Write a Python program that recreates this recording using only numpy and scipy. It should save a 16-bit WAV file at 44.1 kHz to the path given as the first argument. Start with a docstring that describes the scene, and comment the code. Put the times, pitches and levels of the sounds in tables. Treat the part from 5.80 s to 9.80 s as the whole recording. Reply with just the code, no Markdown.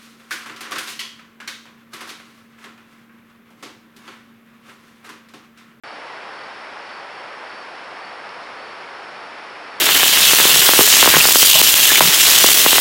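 """Lawn at night

An even rush of distant air and microphone hiss; a far insect chorus blurs into a high band.
Foraging raccoons make a faint tick and rustle in the grass.
One cricket chirps about twice a second in runs of wing strokes; a fainter one answers."""
import sys
import numpy as np
from scipy import signal
from scipy.fft import rfft, irfft, next_fast_len
from scipy.io import wavfile
from scipy.ndimage import map_coordinates

SR = 44100
rng = np.random.default_rng(int(sys.argv[2]) if len(sys.argv) > 2 else 0)


def put_to_file(sound):
    """Save the sound as 16-bit audio at rate SR, in the file named by the first command-line argument."""
    columns = np.atleast_2d(sound).T  # one column per channel
    safe = np.clip(columns, -1, 1)
    whole_steps = np.round(safe * 32767)
    wavfile.write(sys.argv[1], SR, whole_steps.astype(np.int16))


N = 176400


def amp(db):
    """Decibels to gain."""
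    return 10 ** (np.asarray(db) / 20)


def unit(x):
    """Scale to rms 1."""
    return x / np.sqrt(np.mean(x ** 2) + 1e-20)


def filtered(x, response):
    """Zero-phase filter with gain response(hz)."""
    n_fft = next_fast_len(N + SR // 2)
    hz = np.fft.rfftfreq(n_fft, 1 / SR)
    return irfft(rfft(x, n_fft) * response(hz), n_fft)[:N]


def noise(spectrum):
    """Noise of rms 1, shaped by (f/Hz, level/dB) points on a log frequency axis."""
    f_hz, level_db = np.transpose(spectrum)
    white = rng.standard_normal(N)
    return unit(filtered(white, lambda hz: amp(np.interp(np.log(hz + 1), np.log(f_hz + 1), level_db))))


def wobble(knots_per_s):
    """Smooth random curve through Gaussian knots."""
    knots = rng.standard_normal(N // 100)
    return map_coordinates(knots, [np.arange(N) * knots_per_s / SR], mode="wrap")


def tree_echo(x, t60_s=0.17, echo_db=-4):
    """Add a diffuse, fading echo; total power unchanged."""
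    t = np.arange(SR // 2) / SR
    tail = rng.standard_normal(len(t)) * np.exp(-np.log(1000) * t / t60_s)
    echo = signal.fftconvolve(x, tail)[:N]
    return unit(unit(x) + amp(echo_db) * unit(echo)) * x.std()


def air(level_db=-35, waver_db=0.065):
    """Even rush of distant air and microphone hiss."""
    # rush spectrum: f/Hz, relative density/dB
    spectrum = [(20, -37), (35, -31), (76, -24), (150, -16), (300, -8), (520, -2.5), (850, 0), (1200, -0.5),
                (1700, -2.5), (2400, -6.5), (3200, -12.5), (4000, -17), (5000, -24), (6100, -28.5),
                (7400, -33.5), (10200, -34.5), (11100, -39), (12000, -57)]
    return amp(level_db + waver_db * wobble(knots_per_s=6.2)) * noise(spectrum)


def insect_chorus(level_db=-52.5, shimmer_db=0.32):
    """Many distant insects merge into a shimmering band."""
    # chorus spectrum: f/Hz, relative density/dB
    spectrum = [(3700, -42), (4150, -14), (4380, 2), (4520, -3.5), (4640, -3.5), (5000, -2), (5230, -0.5),
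                (5450, 0), (5700, -11), (6200, -48)]
    return amp(level_db + shimmer_db * wobble(knots_per_s=40)) * noise(spectrum)


def grass(rise_s=0.001):
    """A stalk ticks and blades brush under a paw: two decaying noise bursts."""
    # paw contacts: t/s, decay/s, level/dB
    rustles = [(2.491, 0.0025, -37), (2.615, 0.096, -50.5)]
    # grass spectrum: f/Hz, relative density/dB
    spectrum = [(1500, -23), (3000, -9), (4200, 10), (5500, -1), (7000, -10), (11000, -32)]
    t, envelope = np.arange(N) / SR, np.zeros(N)
    for onset_s, decay_s, level_db in rustles:
        attack = np.clip((t - onset_s) / rise_s, 0, 1)
        envelope += amp(level_db) * attack * np.exp(-abs(t - onset_s) / decay_s)
    return envelope * noise(spectrum)


def cricket(chirps, pitch_hz, scatter_hz):
    """Chirps: swelling runs of wing strokes that climb to pitch; each stroke sags as the wing slows."""
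    chirp_s, strokes_per_s = 0.183, 36
    climb_hz, sag_hz = 89.7, 110
    t, out = np.arange(N) / SR, np.zeros(N)
    for centre_s, level_db in chirps:
        stroke_phase = ((t - centre_s) * strokes_per_s + 0.5) % 1
        chirp_pos = np.clip(2 * (t - centre_s) / chirp_s, -1, 1)  # -1 start, +1 end
        swell = np.sqrt(1 - chirp_pos ** 2)
        hz = pitch_hz - climb_hz * np.minimum(chirp_pos, 0) ** 2
        hz -= sag_hz * np.maximum(2 * stroke_phase - 1, 0)
        hz += scatter_hz * wobble(knots_per_s=67)
        pulses = np.sin(np.pi * stroke_phase) ** 2
        tone = unit(pulses * np.sin(2 * np.pi * np.cumsum(hz) / SR))
        out += tree_echo(amp(level_db) * swell * tone)
    return out


def cricket_pair():
    """A near cricket and a fainter one alternate at almost the same pitch."""
    # near chirps: centre t/s, level/dB
    chirps = [(.08, -52), (.615, -51.5), (1.125, -52), (1.76, -51), (2.275, -51.5), (2.855, -52.5),
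              (3.41, -54), (3.97, -54.5)]
    # answering chirps: centre t/s, level/dB
    answers = [(.3, -62), (.82, -63), (1.38, -57), (1.95, -61), (2.55, -59.5), (3.09, -63), (3.67, -57)]
    near = cricket(chirps, pitch_hz=4532, scatter_hz=10.3)
    far = cricket(answers, pitch_hz=4536, scatter_hz=5.7)
    return near + far


def scene():
    """Mono sum of all sources."""
    return (cricket_pair() + air() + insect_chorus() + grass())[None]


def record(dry):
    """Brief opening silence, then a brick-wall low-pass."""
    start_s, cutoff_hz = 0.036, 12250
    gate = np.arange(N) / SR >= start_s
    return filtered(dry[0] * gate, lambda hz: hz < cutoff_hz)[None]


dry = scene()
out = record(dry)
put_to_file(out)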